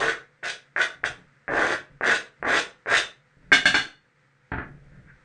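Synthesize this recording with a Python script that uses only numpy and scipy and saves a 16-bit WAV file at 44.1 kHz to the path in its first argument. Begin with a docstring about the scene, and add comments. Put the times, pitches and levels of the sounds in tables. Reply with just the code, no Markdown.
"""A small hard kitchen: a knife scrapes chopped food off a plastic cutting board into a bowl.
In eight quick strokes the blade taps down, then sticks and slips along the board with a rising hiss.
Three chattering knocks set the crockery ringing, then the board is put down with a dull bump.
Hands rock the board and rustle in the food, over faint room air and an appliance hum."""
import sys
import numpy as np
from scipy import signal
from scipy.fft import rfft, irfft
from scipy.io import wavfile
from scipy.ndimage import uniform_filter1d

SR = 44100
rng = np.random.default_rng(int(sys.argv[2]) if len(sys.argv) > 2 else 0)


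def pcm_store(signal):
    """Save signal as 16-bit PCM."""
    levels = np.round(np.clip(np.atleast_2d(signal), -1, 1) * 32767)
    wavfile.write(sys.argv[1], SR, levels.astype(np.int16).T)


N = 231182
TIME = np.arange(N) / SR

# The knife strokes. Each row: start, length and time to full speed in seconds; flex, rasp and hiss
# levels in dB; the board's bending pitch at the start and at the end in Hz.
STROKES = [(0.0, .1, 0.0033, -25, -21, -35.5, 390, 480),
           (0.428, 0.079, 0.027, -35.5, -25.5, -37.5, 490, 490),
           (0.761, 0.07, 0.1, -28.5, -13, -29.5, 588, 550),
           (1.033, 0.042, 0.032, -29, -28, -36.5, 298, 406), (1.486, .25, .13, -23.5, -20, -39, 312, 327.4),
           (2.022, 0.14, 0.063, -25.5, -16.5, -33.5, 292, 464),
           (2.446, 0.15, 0.13, -23.5, -15, -30, 293, 507), (2.869, 0.12, 0.098, -24, -16.5, -28, 410, 610)]
# The blade lands or catches. 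Each row: start in seconds, click level in dB, flex level in dB.
TAPS = [(0.083, 9, -6), (0.432, -4.5, -21), (0.763, 6.5, -16), (1.0396, 9.5, -5.5), (1.480, -0.5, -8.5),
        (1.622, 5, -3), (1.706, 1, -5), (1.724, 4, -2.5), (2.0102, -2, 0.5), (2.033, 1.5, -16),
        (2.04, 6.5, 0.5), (2.096, 9.5, -2.5), (2.4271, -1, -1), (2.458, -13.5, -26.5), (2.86, -6.5, -10),
        (2.941, 13, -10), (2.95, 6, -9), (2.963, 11, -15)]
# The board's narrow modes. Each row: pitch in Hz, width in Hz, relative level in dB.
BOARD_MODES = [(618, 80, -11), (1161, 60, -17), (1513, 100, -11), (1612, 110, -9)]
# The hollow body of the flexing board. Each row: frequency in Hz, level in dB.
FLEX_EQ = [(30, -22), (120, -11), (220, -12), (300, -6.5), (450, 0.5), (620, 0), (760, -1), (940, -6.5),
           (1150, -1), (1350, -14.5), (2000, -39), (3200, -70.5)]
# The midrange bite of the slips. Each row: frequency in Hz, level in dB.
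RASP_EQ = [(300, -37.5), (900, -21.5), (1280, -10), (1450, 0.5), (1600, 2.5), (1880, -0.5), (2150, -8),
           (2600, -17), (3300, -41), (6000, -81.5)]

def scraping():
    """Taps and stick-slip jolts flex and ring the board, under the hiss of the blade."""
    flex, rasp, hiss = sum(stroke(*row) for *row, _, _ in STROKES)
    push = amp(-1.5) * flex * slips(per_s=900, spread_db=2)
    click = amp(-3.5) * rasp * slips(per_s=580, spread_db=3)
    grain = slips(per_s=2800, spread_db=0) * amp(2 * drift(hz=120))
    bending = amp(-11.5) * resonate(push, bending_pitch(), width=110)
    # rubbing keeps the board's narrow modes singing
    rubbing = amp(-3) * np.sqrt(flex * rasp) * slips(per_s=1500, spread_db=3.5)
    singing = sum(amp(db) * resonate(rubbing, hz, width) for hz, width, db in BOARD_MODES)
    for start, click_db, flex_db in TAPS:
        add(click, start, amp([click_db]))
        add(push, start, amp([flex_db]))
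    return bending + singing + colour(push, FLEX_EQ) + colour(click, RASP_EQ) + blade(hiss * grain)


# How flex, rasp and hiss follow a stroke. Each row: dB lost while the blade is slow, dB lost as it
# lifts (negative swells).
STROKE_LOSSES = [(4, 11), (11, 9.5), (30, -3.5)]

def stroke(start, length, rise, flex_db, rasp_db, hiss_db, release_s=0.007):
    """The blade gathers speed, then lifts off: envelopes for flex, rasp and hiss."""
    age = np.maximum(TIME - start, 0)
    slow = np.maximum(1 - age / rise, 0) ** 2.7
    lift = np.minimum(age / length, 1) ** 3.08
    contact = (TIME >= start) * np.exp(-np.maximum(age - length, 0) / release_s)
    return np.array([contact * amp(db - slow_db * slow - lift_db * lift)
                     for db, (slow_db, lift_db) in zip((flex_db, rasp_db, hiss_db), STROKE_LOSSES)])


def bending_pitch():
    """The board's bending mode glides as the blade presses at different places."""
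    hz = np.zeros(N)
    for start, length, *_, from_hz, to_hz in STROKES:
        travel = np.clip((TIME - start) / length, 0, 1) ** 2.1
        glide = from_hz + (to_hz - from_hz) * travel
        hz = np.where((TIME >= start - .02) | (hz == 0), glide, hz)
    return hz


# The blade's ring. Each row: centre pitch in Hz, width in Hz, relative level in dB.
BLADE_MODES = [(2550, 400, -10), (3400, 520, -11), (4500, 380, -13), (5870, 450, -15), (7180, 220, -19)]
# The bright hiss of the edge. Each row: frequency in Hz, level in dB.
HISS_EQ = [(800, -12.5), (2000, -6), (2700, 3), (3450, 3.5), (4100, -1.5), (4550, -6), (5200, -5.5),
           (6000, -6), (7500, -12), (9000, -13), (10200, -35)]

def blade(grain):
    """The edge hisses over the grain; the blade's resonances slide as the point of contact moves."""
    slide = 1 + 0.038 * drift(hz=6.4)
    ringing = sum(amp(db) * resonate(grain, hz * slide, width) for hz, width, db in BLADE_MODES)
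    return colour(grain, HISS_EQ) + amp(-2.2) * ringing


# Hits on the dish; the first three blur into one knock. Each row: start in seconds; clack, crack and
# ring levels in dB; base chatter time in seconds; the pitch the contact favours in Hz.
KNOCKS = [(3.5185, 17.5, -26, -1, 0.0096, 1600), (3.526, 20.5, -6, 14, 0.0052, 1670),
          (3.530, 6.5, 14.5, 14.5, 0.0057, 2240), (3.6558, 19, 12.5, 15.5, 0.0055, 2190),
          (3.7437, 20, 7, 14, 0.0091, 1520)]
# The hard clack of crockery. Each row: frequency in Hz, level in dB.
CLACK_EQ = [(30, -22.5), (130, -21), (260, -6.5), (520, -15), (750, -8), (950, -17.5), (1300, -10),
            (1580, 6), (1900, -8), (2200, -0.5), (2700, -27), (4000, -34.5), (8000, -59.5)]

def knocks():
    """Each chattering knock gives a short hard clack and a longer bright crack."""
    clack, crack = np.zeros((2, N))
    for start, clack_db, crack_db, _, length, _ in KNOCKS:
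        add(clack, start, amp(clack_db) * chatter(length * 0.57, share=0.62))
        add(crack, start, amp(crack_db) * chatter(length * 2.7, share=0.94))
    return colour(clack, CLACK_EQ) + colour(crack, HISS_EQ)


# The dish's ring. Each row: pitch in Hz, level in dB, seconds to fade by 60 dB.
DISH_MODES = [(267, -16, .25), (765, -13, .25), (1515, -4, .25), (1558, -2, .25), (1618, -2, .18),
              (2125, -7, .13), (2194, -1, .15), (2280, -13, .22), (2903, -1, .31), (3411, -8, .22),
              (3533, 0, .28), (3569, -8, .3), (4353, 1, .31), (5155, -12, .22), (5440, -15, .2),
              (6169, -12, .2), (7340, -13, .16)]

def dish():
    """The knocked dish rings on in its modes; loose contact makes each mode flutter."""
    out, t = np.zeros(N), np.arange(SR // 2) / SR
    hz, db, t60 = np.transpose(DISH_MODES)[:, :, None]
    flutter_times = np.arange(0, t[-1] + .02, .007)
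    shape = (len(DISH_MODES), len(flutter_times))
    attack = 1 - np.exp(-t / 0.002)
    for start, _, _, ring_db, _, favoured_hz in KNOCKS:
        shake = rng.standard_normal(shape) + 1j * rng.standard_normal(shape)
        flutter = 1 + .4 * np.array([np.interp(t, flutter_times, row) for row in shake])
        swing = (flutter * np.exp(2j * np.pi * (hz * t + rng.random(hz.shape)))).real
        # while the contact lasts it drives the modes near one pitch hardest
        driven_db = 9 * np.exp(-((hz - favoured_hz) / 120) ** 2 - (t / 0.023) ** 2)
        ring = (amp(db + driven_db - 60 * t / t60) * swing).sum(0) * attack
        add(out, start, amp(ring_db) * ring / np.linalg.norm(ring))
    return out


# The board lands and settles. Each row: start in seconds, level in dB, chatter time in seconds.
BUMPS = [(4.5175, 2, .004), (4.536, 0, .005), (4.583, 1, .003), (4.615, -10, .008)]
# The dull weight of that landing. 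Each row: frequency in Hz, level in dB.
THUD_EQ = [(25, -4), (80, 6), (150, -1), (280, -1), (450, -5.5), (800, -2.5), (1050, -11), (1550, -0.5),
           (2100, -9.5), (2800, -21), (4500, -40.5), (7000, -99)]

def board_set_down():
    """The board bumps onto the table in a quick cluster of blows."""
    blows = np.zeros(N)
    for start, db, length in BUMPS:
        add(blows, start, amp(db) * chatter(length, share=0.85))
    return colour(blows, THUD_EQ)


# The board rocks in the hand, then things shift on the table.
# Each row: start in seconds, level in dB, chatter time in seconds.
NUDGES = [(0.0, -9, 0.022), (.95, -19.5, 0.054), (1.04, -13, 0.03), (1.172, -15.5, 0.017),
          (1.485, -7, 0.063), (1.9, -19.5, 0.016), (2.4, -15, .063), (3.37, -13, 0.22),
          (4.64, -10.5, 0.072), (4.83, -16.5, 0.047), (4.92, -12.5, .06), (5.04, -18, .035)]
# Fingers in the food. Each row: start in seconds, length in seconds, level in dB.
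RUSTLES = [(4.823, 0.23, -63), (5.051, 0.087, -51)]
# The soft low end of handling. Each row: frequency in Hz, level in dB.
RUMBLE_EQ = [(20, -0.5), (45, -2), (80, -3), (110, -1.5), (160, -4), (230, -15), (600, -22), (1500, -54)]

def handling():
    """Hands and knocks jolt board and table into a rumble and a boom; fingers rustle in the food."""
    push, rustle = np.zeros((2, N))
    for start, db, length in NUDGES:
        add(push, start, amp(db) * chatter(length, share=0.92))
    for start, clack_db, *_ in KNOCKS:
        add(push, start, amp(clack_db - 27.5) * chatter(0.009, share=0.92))
    for start, length, db in RUSTLES:
        add(rustle, start, amp(db) * np.hanning(round(length * SR)))
    table_boom = amp(-5.5) * resonate(push, hz=131.2, width=38)
    crumbs = slips(per_s=4000, spread_db=2)
    return colour(push, RUMBLE_EQ) + table_boom + colour(rustle * crumbs, RASP_EQ)


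# The kitchen's short tail. Each row: frequency in Hz, seconds to fade by 60 dB.
KITCHEN_DECAY = [(150, .38), (400, .31), (1040, .28), (2760, .26), (7280, .225)]

def kitchen(x, wet_db):
    """Direct sound plus dense reflections from table and walls, each band dying at its own speed."""
    t = np.arange(SR) / SR
    build_up = np.clip((t - .002) / 0.0041, 0, 1)
    echoes = rng.choice([-1., 1.], SR) * (rng.random(SR) < 5000 / SR) * build_up
    hz, when, bands = signal.stft(echoes, SR, nperseg=256)
    decay = amp(-60 * when / curve_at(KITCHEN_DECAY, hz)[:, None])
    tail = signal.istft(bands * decay, SR, nperseg=256)[1]
    # the many paths share the energy evenly over broad bands
    paths = rfft(tail)
    band_power = uniform_filter1d(abs(paths) ** 2, size=250)
    tail = irfft(paths / np.sqrt(band_power))[:len(tail) * 3 // 4]
    wet = amp(wet_db)
    return (x + wet * signal.fftconvolve(x, tail)[:N]) / np.hypot(1, wet)


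def moving_reflections(x, sets=4, shifts_per_s=11):
    """A moving source meets changing reflections: it fades from one set into the next."""
    place = TIME * shifts_per_s
    distances = [abs((place - k + sets / 2) % sets - sets / 2) for k in range(sets)]
    fades = [np.cos(np.pi / 2 * np.minimum(distance, 1)) ** 2 for distance in distances]
    return sum(kitchen(x * fade, wet_db=1.5) for fade in fades)


# The room tone. Each row: frequency in Hz, level in dB.
AIR_EQ = [(15, -42.5), (25, -12), (75, -20), (141, -10), (436, -18.5), (519, -10.5), (603, -23),
          (924, -18.5), (1130, -21.5), (1220, -14), (1310, -12.5), (1960, -12.5), (2860, -26.5),
          (8600, -38), (10000, -53), (13000, -85.5), (22000, -120)]
# The appliance hum. Each row: pitch in Hz, width in Hz, level in dB.
HUM_TONES = [(137, 24, -68), (500, 10, -77)]

def air_and_hum():
    """Faint room air and a wavering appliance hum, both shaped from noise."""
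    air = amp(-63.5) * colour(rng.standard_normal(N), AIR_EQ) * amp(drift(hz=8))
    hum = sum(amp(db) * resonate(rng.standard_normal(N), hz, width) for hz, width, db in HUM_TONES)
    return air + hum


def slips(per_s, spread_db):
    """An irregular train of small jolts of uneven size."""
    size = amp(spread_db * np.clip(rng.standard_normal(N), -2, 2)) * rng.choice([-1, 1], N)
    return unit_rms(size * (rng.random(N) < per_s / SR))


def chatter(length, share, size=12000):
    """One jolt, then a swelling, dying rattle of tiny contacts that takes a share of the unit energy."""
    age = np.arange(size) / SR / length
    rattle = rng.choice([-1, 1], size) * np.sqrt(age) * np.exp(-age)
    rattle *= np.sqrt(share) / np.linalg.norm(rattle)
    rattle[0] = np.sqrt(1 - share)
    return rattle


def resonate(x, hz, width):
    """A steep resonance of unit energy that follows a steady or moving pitch."""
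    turn = np.exp(2j * np.pi * np.cumsum(hz * np.ones(N)) / SR)
    pole = np.exp(-np.pi * width / SR)
    gain = np.sqrt(8 * (1 - pole) ** 3)
    return (turn * signal.lfilter([gain], [1, -2 * pole, pole * pole], x / turn)).real


def colour(x, eq, size=4096):
    """A causal filter of unit energy, shaped like the EQ curve."""
    log_gain = np.log(amp(curve_at(eq, abs(np.fft.fftfreq(size, 1 / SR)))))
    response = np.fft.ifft(np.exp(np.conj(signal.hilbert(log_gain)))).real[:size // 2]
    return signal.oaconvolve(x, response / np.linalg.norm(response))[:N]


def drift(hz):
    """Smooth random motion of unit size, mostly slower than hz."""
    low_pass = np.exp(-(np.fft.rfftfreq(N, 1 / SR) / hz) ** 2)
    return unit_rms(irfft(rfft(rng.standard_normal(N)) * low_pass, N))


def curve_at(points, hz):
    """Joins (Hz, value) points by straight lines on a log-frequency axis."""
    point_hz, value = np.transpose(points)
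    return np.interp(np.log(hz + 1), np.log(point_hz + 1), value)


def add(mix, start, sound):
    """Mixes a sound in at a start time in seconds."""
    part = mix[max(round(start * SR), 0):][:len(sound)]
    part += sound[:len(part)]


def amp(db):
    return 10 ** (np.asarray(db) / 20)


def unit_rms(x):
    return x / np.sqrt(np.mean(x ** 2) + 1e-20)


def scene():
    """Scraping, knocks and handling in the kitchen, with a drier dish ring, over air and hum."""
    scrapes = moving_reflections(scraping())
    impacts = kitchen(knocks() + board_set_down() + handling(), wet_db=1.5)
    ring = kitchen(dish(), wet_db=-13.5)
    return (scrapes + impacts + ring + air_and_hum())[None]


def record(dry, threshold_db=-14, recovery_db_per_s=8, cutoff_hz=10100):
    """Gain control ducks at loud knocks and recovers slowly; peaks are rounded and the top is cut."""
    power_db = 10 * np.log10(signal.lfilter([.004], [1, -.996], dry[0] ** 2) + 1e-12)
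    fall_db = recovery_db_per_s * TIME
    held_db = np.maximum.accumulate(power_db + fall_db) - fall_db
    ducked = dry * amp(-.6 * np.maximum(held_db - threshold_db, 0))
    rounded = ducked / (1 + (ducked / .8) ** 4) ** (1 / 4)
    low_pass = signal.firwin(401, cutoff_hz, window=("kaiser", 9), fs=SR)
    return signal.oaconvolve(rounded, low_pass[None], "same")


dry = scene()
out = record(dry)
pcm_store(out)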